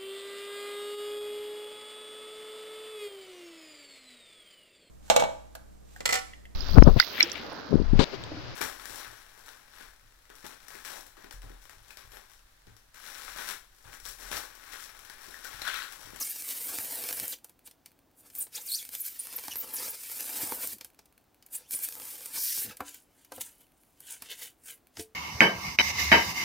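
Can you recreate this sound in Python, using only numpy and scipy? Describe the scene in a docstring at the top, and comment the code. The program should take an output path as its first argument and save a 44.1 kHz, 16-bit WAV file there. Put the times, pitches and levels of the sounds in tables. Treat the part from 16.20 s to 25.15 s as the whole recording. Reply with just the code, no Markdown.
"""A crisp crunch with brief squeaks: a craft knife is drawn three times along a slab of bead polystyrene
on a cutting mat, close by in a small room. Random fractures filtered by the foam make the crunch, noise
bursts make the popping beads, and gliding stick-slip tones make the squeaks of the binding blade. The freed
strip drops in damped modes and is pushed away with a rumble; then a hand rubs over the slab, heard as
hiss and rasp, and sets it down with a hollow bump."""
import sys
import numpy as np
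from scipy import signal
from scipy.fft import rfft, irfft
from scipy.io import wavfile

SR = 44100
rng = np.random.default_rng(int(sys.argv[2]) if len(sys.argv) > 2 else 0)


def digitize_waveform(pressure):
    """Quantize a signal to 16-bit integers and store it at the path in sys.argv[1].

    Rows of a 2-D input are taken as channels; values are limited to [-1, 1].
    """
    field = np.atleast_2d(pressure).T
    bounded = np.clip(field, -1, 1)
    quanta = np.round(bounded * 32767).astype(np.int16)
    wavfile.write(sys.argv[1], SR, quanta)


N = 394676
T = np.arange(N) / SR  # time in s

# Three draws of the blade along the slab, each a list of rows.
# Each row: time in seconds, relative levels of cell crackle, bead crunch and slab rumble in dB.
DRAW_LEVELS = [
    [(0.0, -38, -47, -62), (0.24, -38.5, -49, -62), (0.56, -34, -44, -49), (0.7, -38, -48.5, -52.5),
     (1.01, -37.5, -44, -49.5), (1.13, -39, -53.5, -64)],
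    [(2.35, -48.5, -54, -63), (2.58, -40.5, -53.5, -74), (2.68, -53, -63, -88), (3.05, -45, -51, -65),
     (3.47, -46, -52, -54), (3.82, -41.5, -50.5, -64), (4.2, -36, -43.5, -46.5), (4.37, -38.5, -49.5, -48),
     (4.535, -40, -50.5, -64)],
    [(5.52, -37.5, -49.5, -68), (5.76, -46, -54.5, -56.5), (5.94, -41, -51, -60.5), (6.11, -48, -54, -65),
     (6.17, -33, -53, -71), (6.29, -31, -43.5, -64.5), (6.44, -33.5, -45.5, -57), (6.47, -46, -49.5, -57),
     (6.53, -56, -54, -53.5)],
]
# Spectra of rubbed foam. Each row: frequency in Hz, relative level in dB per Hz.
HISS_SPECTRUM = [(2500, -36), (4800, -20.5), (6500, -4.5), (9500, 3.5), (13500, 0.5), (16000, -3)]
RASP_SPECTRUM = [(150, -29), (420, -12), (900, -13.5), (1150, -16), (1550, -5.5), (2300, -2.5), (3200, -1),
                 (4800, -5.5), (7000, -4.5)]
# Resonances of slab and blade, then bending resonances of a rubbed piece.
# Each row: centre in Hz, width in Hz, boost in dB.
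SLAB_AND_BLADE_RESONANCES = [(268, 17, 3.5), (464.3, 29, 4), (495.5, 42, 8.5), (837, 98, 2.5), (912, 31, 7),
                             (1236, 14, 1.5), (1600, 126, 3.5), (2320, 83, 5.5), (3130, 240, 1),
                             (4030, 90, -1), (5020, 250, 1), (8950, 180, 0.5), (10300, 300, 0),
                             (14200, 230, -4)]
BENDING_RESONANCES = [(470, 49, 10.5), (912, 83, 16), (1550, 120, 7), (2300, 98, 3), (3025, 120, 6),
                      (4930, 570, 3.5)]

ROOM_T60_S, ROOM_DB = 0.15, -10.5


def from_db(db):
    """Decibels are logarithmic: 20 dB are a factor of ten in amplitude."""
    return 10 ** (np.asarray(db) / 20)


def rms_one(x):
    """Normalization of signal power: scales to rms 1."""
    return x / np.sqrt(np.mean(x ** 2) + 1e-20)


def drift(rate):
    """Band-limited chance: random knots, rate of them a second, joined by straight lines; rms 1."""
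    knots = rng.standard_normal(40000)
    return rms_one(np.interp(T * rate, np.arange(len(knots)), knots))


def fade(t, start, end, edge_s):
    """Gating envelope: 1 from start to end, with short linear ramps outside."""
    return np.clip(1 + np.minimum(t - start, end - t) / edge_s, 0, 1)


def around(start, end):
    """Time window: the samples of a stretch, with a margin of 10 ms."""
    return slice(*np.searchsorted(T, [start - .01, end + .01]))


def colour(x, spectrum, resonances=(), size=8192):
    """Causal minimum-phase filtering by a spectrum and resonances; white noise keeps its level."""
    hz = np.maximum(np.arange(size // 2 + 1) * SR / size, 1)
    points, levels = np.transpose(spectrum)
    octaves_outside = np.abs(np.log2(hz / np.clip(hz, points[0], points[-1])))
    db = np.interp(np.log(hz), np.log(points), levels) - 12 * octaves_outside
    for centre, width, boost in resonances:
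        db = db + boost / (1 + (2 * (hz - centre) / width) ** 2)
    # folding the cepstrum onto positive times gives the minimum phase
    cepstrum = irfft(np.log(from_db(db)))
    cepstrum[1:size // 2] *= 2
    cepstrum[size // 2 + 1:] = 0
    response = irfft(np.exp(rfft(cepstrum)))
    return signal.oaconvolve(x, response / np.linalg.norm(response))[:N]


def fractures(per_s, size_db, clump_db, clump_rate):
    """Shot noise: tiny breaks of uneven size at random moments, stronger in clumps; rms 1."""
    born = rng.random(N) < per_s / SR
    sizes = from_db(size_db * np.minimum(rng.exponential(1, N), 4))
    signs = rng.choice([-1, 1], N)
    clumps = from_db(clump_db * np.clip(drift(clump_rate), -2, 2))
    return rms_one(born * sizes * signs * clumps)


def blows(times, levels_db, t60, rise_s, lead_db=-17, size=4096):
    """Brittle failure: cells creak as the load builds, then give in a dying burst; dB is rms over 5 ms."""
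    lead = size // 8
    out = np.zeros(N + size)
    age = (np.arange(size) - lead) / SR
    attack = from_db(lead_db) + 1 - np.exp(-np.maximum(age, 0) / rise_s)
    shape = from_db(-60 * np.abs(age) / t60) * attack
    for s, db in zip(times, levels_db):
        burst = rng.standard_normal(size) * shape
        at = int(s * SR)
        out[at:at + size] += from_db(db) * burst * np.sqrt(.005 * SR) / np.linalg.norm(burst)
    return out[lead:lead + N]


def foam(cell, bead, slab):
    """Size sets pitch: cell walls sound in the treble, whole beads in the middle, the slab below."""
    # Each row of the three spectra: frequency in Hz, relative level in dB per Hz.
    cell_spectrum = [(3500, -21), (6000, -11.5), (7500, -4), (9500, 1.5), (11300, -2), (13000, 2.5),
                     (15000, 2.5), (16000, -18)]
    bead_spectrum = [(500, -29), (1000, -19.5), (1600, -3), (2400, -0.5), (3500, -1.5), (5200, 2),
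                     (7000, -2), (10000, -10.5)]
    slab_spectrum = [(30, -47), (70, -0.5), (180, -8), (270, 1.5), (480, -0.5), (620, -2), (900, 2),
                     (1400, -2), (2500, -16)]
    treble = colour(cell, cell_spectrum, SLAB_AND_BLADE_RESONANCES)
    middle = colour(bead, bead_spectrum, SLAB_AND_BLADE_RESONANCES)
    bass = colour(slab, slab_spectrum, SLAB_AND_BLADE_RESONANCES)
    return treble + middle + bass


def swell(peak_s, length):
    """Force envelope of one push of the hand: its stretch of time, and its gain with a rounded peak."""
    # share of the length before the peak, fall at its two ends, roundness of the top
    rise_share, fall_db, roundness = 0.55, 10, 1.34
    near = around(peak_s - 2 * length, peak_s + 2 * length)
    age = T[near] - peak_s
    away = np.maximum(-age / rise_share, age / (1 - rise_share)) / length
    return near, from_db(-fall_db * away ** roundness)


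def swells(rows):
    """Power addition of overlapping pushes: one gain curve for each dB column of a table."""
    out = np.zeros((len(rows[0]) - 2, N))
    for peak_s, length, *levels_db in rows:
        near, gain = swell(peak_s, length)
        out[:, near] = np.hypot(out[:, near], from_db(levels_db)[:, None] * gain)
    return out


def shifting(x, depth_db, rate, echo_db=-9.0, paths_s=(.0011, .0024), travel=.16, count=16):
    """Comb interference: a moving contact favours changing bands, and echoes from the edges sweep a comb."""
    out = x
    for hz in np.geomspace(350, 14000, count):
        band = signal.lfilter(*signal.iirpeak(hz, 4, fs=SR), x)
        gain = rms_one(from_db(depth_db * drift(rate)))
        out = out + band * (gain - 1)
    lags = [np.round(path * SR * (1 + travel * drift(7))).astype(int) for path in paths_s]
    echoes = sum(out[np.clip(np.arange(N) - lag, 0, N - 1)] for lag in lags)
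    # the echoes return inverted; the divisor makes up for their power
    return (out - from_db(echo_db) * echoes) / np.sqrt(1 + len(lags) * from_db(echo_db) ** 2)


def ringing(hits, modes):
    """Modal decay: foam that lands flat rings like a dull drum, in damped modes of alternating sign."""
    out = np.zeros(N)
    for s, db in hits:
        after = around(s, s + .4)
        age = np.maximum(T[after] - s, 0)
        for k, (hz, level, t60) in enumerate(modes):
            envelope = from_db(db + level - 60 * age / t60)
            out[after] += (-1) ** k * envelope * np.sin(2 * np.pi * hz * age)
    return out


def room(x, t60, gap_s, size=16384):
    """Diffuse reverberation: reflections start after a short gap and die away; unit gain."""
    age = np.arange(size) / SR
    tail = rng.standard_normal(size) * from_db(-60 * age / t60) * (age > gap_s)
    return signal.oaconvolve(x, tail / np.linalg.norm(tail))[:N]


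def room_hush():
    """Steady background noise: two independent coloured noises, for the middle and the side."""
    # Each row: frequency in Hz, relative level in dB per Hz.
    hush_spectrum = [(21, -23), (35, -12), (103, -15.5), (216, -16.5), (286, -12.5), (410, -19.5),
                     (617, -20.5), (758, -18.5), (819, -22), (1810, -29.5), (11500, -38.5), (16000, -31.5)]
    return [from_db(-68.5) * colour(noise, hush_spectrum) for noise in rng.standard_normal((2, N))]


def crumbs():
    """Sparse impulses: loose crumbs tick faintly under the hands."""
    # level of the loudest (rms over 5 ms), and the spread below it
    per_s, loudest_db, spread_db = 8, -58, 17
    sizes = from_db(loudest_db - spread_db * rng.random(N))
    ticks = (rng.random(N) < per_s / SR) * sizes * np.sqrt(.005 * SR)
    grain = colour(ticks, RASP_SPECTRUM, BENDING_RESONANCES)
    return room(colour(ticks, HISS_SPECTRUM) + from_db(-3.5) * grain, t60=0.016, gap_s=0)


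def dragging():
    """Frictional judder: foam pushed sideways over the mat rumbles low."""
    # Each row: start in seconds, length in seconds, level in dB.
    drags = [(1.008, 0.025, -52.5), (4.227, 0.015, -49.5), (4.456, 0.11, -63), (5.534, 0.017, -52.5),
             (6.375, 0.018, -53), (6.441, .06, -53.5), (7.169, 0.026, -56), (7.21, 0.022, -63),
             (8.774, 0.042, -53)]
    # Each row: frequency in Hz, relative level in dB per Hz.
    rumble_spectrum = [(45, -12), (85, 2.5), (130, -0.5), (200, 3.5), (330, 3), (520, -12), (900, -29)]
    push = sum(from_db(db) * fade(T, s, s + length, 0.0029) for s, length, db in drags)
    judder = fractures(per_s=750, size_db=1.0, clump_db=1.0, clump_rate=100)
    return colour(push * judder, rumble_spectrum)


def rubbing():
    """Sliding friction: foam and skin catch on countless small edges, a soft hiss over a grainy rasp."""
    # Each row: peak in seconds, length in seconds, relative levels of hiss and rasp in dB.
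    rubs = [(1.467, 0.021, -47, -56.5), (6.68, 0.054, -41, -51), (6.755, 0.11, -55.5, -60),
            (7.0, 0.24, -69, -71), (7.16, 0.038, -43.5, -52.5), (7.215, 0.017, -33.5, -43),
            (7.26, 0.15, -48, -58), (7.41, 0.062, -60, -66), (7.62, 0.9, -72, -83),
            (7.92, 0.12, -44.5, -52), (8.06, 0.075, -53, -53.5), (8.12, 0.044, -42, -41),
            (8.23, 0.093, -40, -47), (8.5, 0.078, -40.5, -51.5), (8.805, 0.053, -42.5, -47.5)]
    hiss, rasp = swells(rubs)
    hiss = hiss * from_db(-1.5) * fractures(per_s=8900, size_db=0.5, clump_db=3.5, clump_rate=340)
    rasp = rasp * from_db(1.5) * fractures(per_s=3000, size_db=2.5, clump_db=1.5, clump_rate=140)
    soft = colour(hiss, HISS_SPECTRUM, SLAB_AND_BLADE_RESONANCES)
    grainy = colour(rasp, RASP_SPECTRUM, BENDING_RESONANCES)
    return shifting(soft + grainy, depth_db=3.0, rate=18)


def strip_drops():
    """Modal ringing of a thin bar: the freed strip lands on the mat."""
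    # Each row: time in seconds, level in dB.
    drops = [(6.605, -37.5), (7.119, -45), (7.179, -49.5)]
    # Each row: mode frequency in Hz, relative level in dB, 60 dB decay time in seconds.
    strip_modes = [(288.6, -11.5, 0.32), (516, 5.5, 0.057), (744, 5, 0.038), (830, -15, 0.071),
                   (993, -13, 0.29), (1365, -18, 0.34), (1552, -2, 0.053), (1590, -14, .15)]
    return ringing(drops, strip_modes)


def slab_bump():
    """Modal ringing of a hollow body: the slab drops flat and its hollow rings."""
    # Each row: time in seconds, level in dB.
    bumps = [(8.794, -38)]
    # Each row: mode frequency in Hz, relative level in dB, 60 dB decay time in seconds.
    hollow_modes = [(85, -7, 0.095), (190, -15, .06), (325, 1, 0.06), (439, -1.5, 0.28), (690, -12.5, 0.13)]
    return ringing(bumps, hollow_modes)


def knocks():
    """Light impact: knife, fingers and loose strip touch foam and mat and chatter briefly."""
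    # Each row: time in seconds, relative levels of cell, bead and slab in dB.
    touches = [(1.2446, -43.5, -53.5, -53.5), (1.2948, -54, -61, -66), (1.4746, -49.5, -50, -57.0),
               (1.511, -54.5, -56.5, -73), (1.6595, -48, -51, -65), (2.1008, -52.5, -55, -77),
               (2.268, -67, -56, -55), (4.5834, -50, -57.5, -68), (4.6097, -45.5, -43, -50),
               (4.646, -41, -48, -55.5), (4.7905, -56.5, -53.5, -57.5), (4.857, -60, -63.5, -79),
               (5.225, -59, -57, -82), (5.2632, -51, -61, -82), (6.5693, -43.5, -51.5, -70),
               (6.6049, -43.5, -47.5, -30), (6.7442, -42.5, -55, -61.5), (7.0475, -55.5, -59.0, -75.0),
               (7.1204, -45.0, -46, -44), (7.1799, -62.0, -54, -47), (7.209, -35, -46, -52),
               (7.804, -45.5, -62, -62), (8.0216, -41.5, -44.5, -47.5), (8.7697, -60, -42.5, -46.5),
               (8.7953, -46, -39, -64)]
    s, cell, bead, slab = np.transpose(touches)
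    return foam(blows(s, cell + 0.38, t60=0.02, rise_s=0.00013),
                blows(s, bead + 0.14, t60=0.039, rise_s=0.0001),
                blows(s, slab + 0.1, t60=0.043, rise_s=0.00028))


def slipping(pitch, waver):
    """Stick-slip oscillation: a fast, unsteady slip cycle with overtones below half the sample rate."""
    # Each row: multiple of the slip rate, level in dB.
    overtones = [(1, 3), (2, 1), (3, -10), (4, -3)]
    phase = 2 * np.pi * np.cumsum(pitch * (1 + waver)) / SR
    return sum(from_db(level) * np.sin(round(k) * phase) * (round(k) * pitch < SR / 2)
               for k, level in overtones)


def squeaks(jitter, squeal_roughness, flutter_db):
    """Friction-driven pitch: the slip rate glides as the grip changes; a rougher grip scatters it more."""
    # The blade binds and squeaks, each time in one straight glide.
    # Each row: start in seconds, length in seconds, first slips per second,
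    # last slips per second, relative level in dB, roughness as a factor on the jitter.
    gliding_squeaks = [(.010, 0.022, 6700, 5100, -36.5, 0.28), (0.098, .016, 13100, 12500, -34.5, 0.6),
                       (1.125, 0.017, 4200, 3040, -45, 0.9), (2.186, .014, 15000, 12500, -34, 0.4),
                       (2.206, 0.022, 9500, 8700, -32, 0.44), (2.353, .014, 4900, 9000, -38, 0.81),
                       (2.368, 0.018, 3500, 3700, -45, 0.8), (2.382, 0.009, 840, 830, -53, 0.95),
                       (2.41, 0.015, 6000, 8600, -50, .3), (2.615, .03, 2200, 2300, -57.5, 0.46),
                       (2.75, 0.0072, 3300, 3600, -47.5, 0.68), (2.803, 0.016, 14500, 10500, -34, 0.5),
                       (2.994, 0.013, 9100, 9700, -35, 0.27), (3.162, 0.0082, 13700, 11300, -32.5, 0.3),
                       (3.313, 0.015, 3100, 2850, -43, 0.37), (3.362, 0.058, 12700, 15600, -34.5, 0.4),
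                       (3.537, 0.024, 14500, 10300, -35.5, 0.4), (3.565, 0.025, 6900, 4900, -43, 0.52),
                       (3.621, 0.04, 5200, 5700, -49, 0.7), (3.69, 0.022, 8500, 15300, -36, 0.25),
                       (5.352, 0.014, 7700, 10300, -34.5, 0.35), (5.44, 0.047, 2600, 3600, -70, 0.5),
                       (5.55, .012, 9600, 9700, -31.5, .4), (5.639, 0.033, 2600, 3700, -56, 1.1),
                       (6.167, 0.24, 5300, 5850, -40.5, 1.11), (6.182, 0.15, 14500, 14500, -41, 0.1),
                       (6.492, 0.024, 1850, 1200, -51.5, 1.22)]
    # One squeal as the blade is forced in; its pitch rises and falls repeatedly.
    # Each row: time in seconds, slips per second, relative level in dB.
    winding_squeal = [(2.467, 9200, -41), (2.478, 4900, -44), (2.514, 3600, -45.5), (2.519, 4260, -35.5),
                      (2.536, 4300, -37), (2.548, 4500, -30), (2.566, 6900, -41.5), (2.591, 3500, -48),
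                      (2.616, 3300, -54)]
    out, waver = np.zeros(N), jitter * drift(3000)
    for s, length, first_hz, last_hz, db, roughness in gliding_squeaks:
        near = around(s, s + length)
        pitch = np.interp(T[near], [s, s + length], [first_hz, last_hz])
        tone = slipping(pitch, roughness * waver[near])
        out[near] += from_db(db) * tone * fade(T[near], s, s + length, 0.0055)
    s, hz, db = np.transpose(winding_squeal)
    near = around(s[0], s[-1])
    tone = slipping(np.interp(T[near], s, hz), squeal_roughness * waver[near])
    out[near] += from_db(np.interp(T[near], s, db)) * tone * fade(T[near], s[0], s[-1], 0.0025)
    return out * rms_one(from_db(flutter_db * drift(600)))


def random_pops():
    """Poisson events: further beads pop at random while the blade runs; rows like those of the placed pops."""
    # Usual relative levels of cell, bead and slab in dB.
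    usual_db = (-40.5, -49, -56.5)
    per_s, spread_db = 11, 1
    running = sum((T > rows[0][0]) & (T < rows[-1][0]) for rows in DRAW_LEVELS)
    times = T[rng.random(N) < running * per_s / SR]
    levels_db = np.array(usual_db) + spread_db * rng.standard_normal((len(times), 3))
    return np.column_stack([times, levels_db])


def pops():
    """Sudden release of stored strain: a hard bead resists the blade, then bursts at once."""
    # Single bead pops, strong and weak.
    # Each row: time in seconds, relative levels of cell, bead and slab in dB.
    placed_pops = [(0.2888, -34, -45, -57), (0.5861, -33, -36.5, -41.5), (0.8382, -35, -38, -45.5),
                   (0.8885, -35, -37.5, -68), (0.9091, -40, -41, -48.5), (0.9272, -31, -39, -53),
                   (0.9988, -29, -43, -50), (1.0803, -28, -53, -57), (2.1518, -38, -57, -62),
                   (2.751, -31, -43, -57.5), (3.539, -35, -70, -68), (5.509, -31.5, -47, -61),
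                   (3.1866, -54, -43, -48.5), (3.282, -38, -41, -44), (3.3571, -35, -39.5, -47.5),
                   (4.007, -33, -41, -52), (4.3211, -37, -40.5, -36.5), (4.4731, -28, -52, -61),
                   (5.6876, -32.5, -45.5, -60), (5.799, -40, -48, -49.5), (5.819, -45, -49, -56),
                   (6.007, -49, -51, -54), (6.0583, -34.5, -49, -53)]
    s, cell, bead, slab = np.vstack([placed_pops, random_pops()]).T
    return foam(blows(s, cell - 1.5, t60=0.009, rise_s=0.00014),
                blows(s, bead - .5, t60=0.012, rise_s=0.0001),
                blows(s, slab + .5, t60=0.014, rise_s=0.00038))


def drawing():
    """Exponential onset and decay: gains of cells, beads and slab as the blade bites, runs and exits."""
    # it bites quickly, and the crunch dies away once it is through
    bite_db_per_s, exit_db_per_s = 2200, 650
    out = np.zeros((3, N))
    for rows in DRAW_LEVELS:
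        s, *levels_db = np.transpose(rows)
        near = around(s[0] - .1, s[-1] + .2)
        t = T[near]
        ends_db = bite_db_per_s * np.maximum(s[0] - t, 0) + exit_db_per_s * np.maximum(t - s[-1], 0)
        out[:, near] += from_db([np.interp(t, s, db) - ends_db for db in levels_db])
    return out


def cutting():
    """Fracture noise: the blade breaks thousands of cells a second and surges from bead to bead."""
    # The blade is shoved in or forced past a tight spot.
    # Each row: peak in seconds, length in seconds, relative levels of cell, bead and slab in dB.
    shoves = [(0.015, 0.037, -34.5, -42, -46.5), (0.305, 0.048, -36, -42.5, -48),
              (1.135, 0.027, -52, -46, -52), (2.0, 0.049, -55.5, -71, -83),
              (2.07, 0.069, -58.5, -63.5, -64), (2.159, 0.028, -41, -57, -68),
              (2.208, 0.079, -37.5, -52.5, -58.5), (2.356, 0.042, -40, -42.5, -63),
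              (2.53, 0.1, -34, -61, -77), (2.745, 0.043, -40, -46, -59), (2.805, 0.066, -41, -74, -80),
              (2.865, 0.056, -34, -44, -69), (3.125, 0.061, -59, -54, -51), (3.385, 0.049, -44, -63, -65),
              (3.565, 0.036, -38, -66, -61), (3.645, 0.23, -39, -44, -50), (4.0, 0.027, -42, -44, -58),
              (4.222, .04, -36, -43, -59), (4.435, 0.043, -32.5, -40.5, -45), (5.333, 0.022, -39, -59, -68),
              (5.358, 0.044, -39, -53, -61), (5.41, .14, -64, -61.5, -66), (5.54, 0.048, -31.5, -44, -49.5),
              (5.645, 0.057, -31, -44.5, -68), (6.165, 0.068, -38, -41.5, -48)]
    # the hand wavers a little during a draw
    waver = from_db(0.16 * drift(59))
    cell, bead, slab = np.hypot(drawing() * waver, swells(shoves))
    surge = rms_one(from_db(1.52 * drift(110)))
    cell = cell * from_db(-1.4) * fractures(per_s=26000, size_db=0.5, clump_db=1.2, clump_rate=1100)
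    bead = bead * from_db(-1.16) * fractures(per_s=11000, size_db=-0.2, clump_db=-0.25, clump_rate=450)
    slab = slab * from_db(-2.5) * fractures(per_s=1500, size_db=2.0, clump_db=2.0, clump_rate=70)
    return shifting(foam(cell * surge, bead * surge, slab * surge), depth_db=1.5, rate=28)


def scene():
    """Mid-side superposition: the work is straight ahead; echoes from table and room widen it a little."""
    # Spread of the sound. Each row: frequency in Hz, relative side level in dB.
    side_spectrum = [(60, -8.5), (250, 2.5), (500, 0), (1000, 6.5), (2100, -26), (4600, -8), (8000, 3.5),
                     (14000, -2.5)]
    blade = cutting() + pops() + squeaks(jitter=0.1374, squeal_roughness=0.27, flutter_db=2.5)
    handling = knocks() + slab_bump() + strip_drops() + rubbing() + dragging()
    direct = blade + handling + crumbs()
    hush, hush_side = room_hush()
    mid = direct + from_db(ROOM_DB) * room(direct, ROOM_T60_S, gap_s=0.0043) + hush
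    table_echo = from_db(-21.5) * room(direct, t60=0.011, gap_s=0.0001)
    room_echo = from_db(-27.0) * room(direct, ROOM_T60_S, gap_s=0.0013)
    side = colour(table_echo + room_echo + from_db(-10.5) * hush_side, side_spectrum)
    # the first channel is raised slightly and the second lowered
    return np.array([mid + side, mid - side]) * from_db([[.12], [-.12]])


def record(dry):
    """Band limitation: a steep elliptic low-pass cuts the top."""
    cutoff_hz = 15950
    low_pass = signal.ellip(12, .1, 80, cutoff_hz, fs=SR, output="sos")
    return signal.sosfilt(low_pass, dry)


dry = scene()
out = record(dry)
digitize_waveform(out)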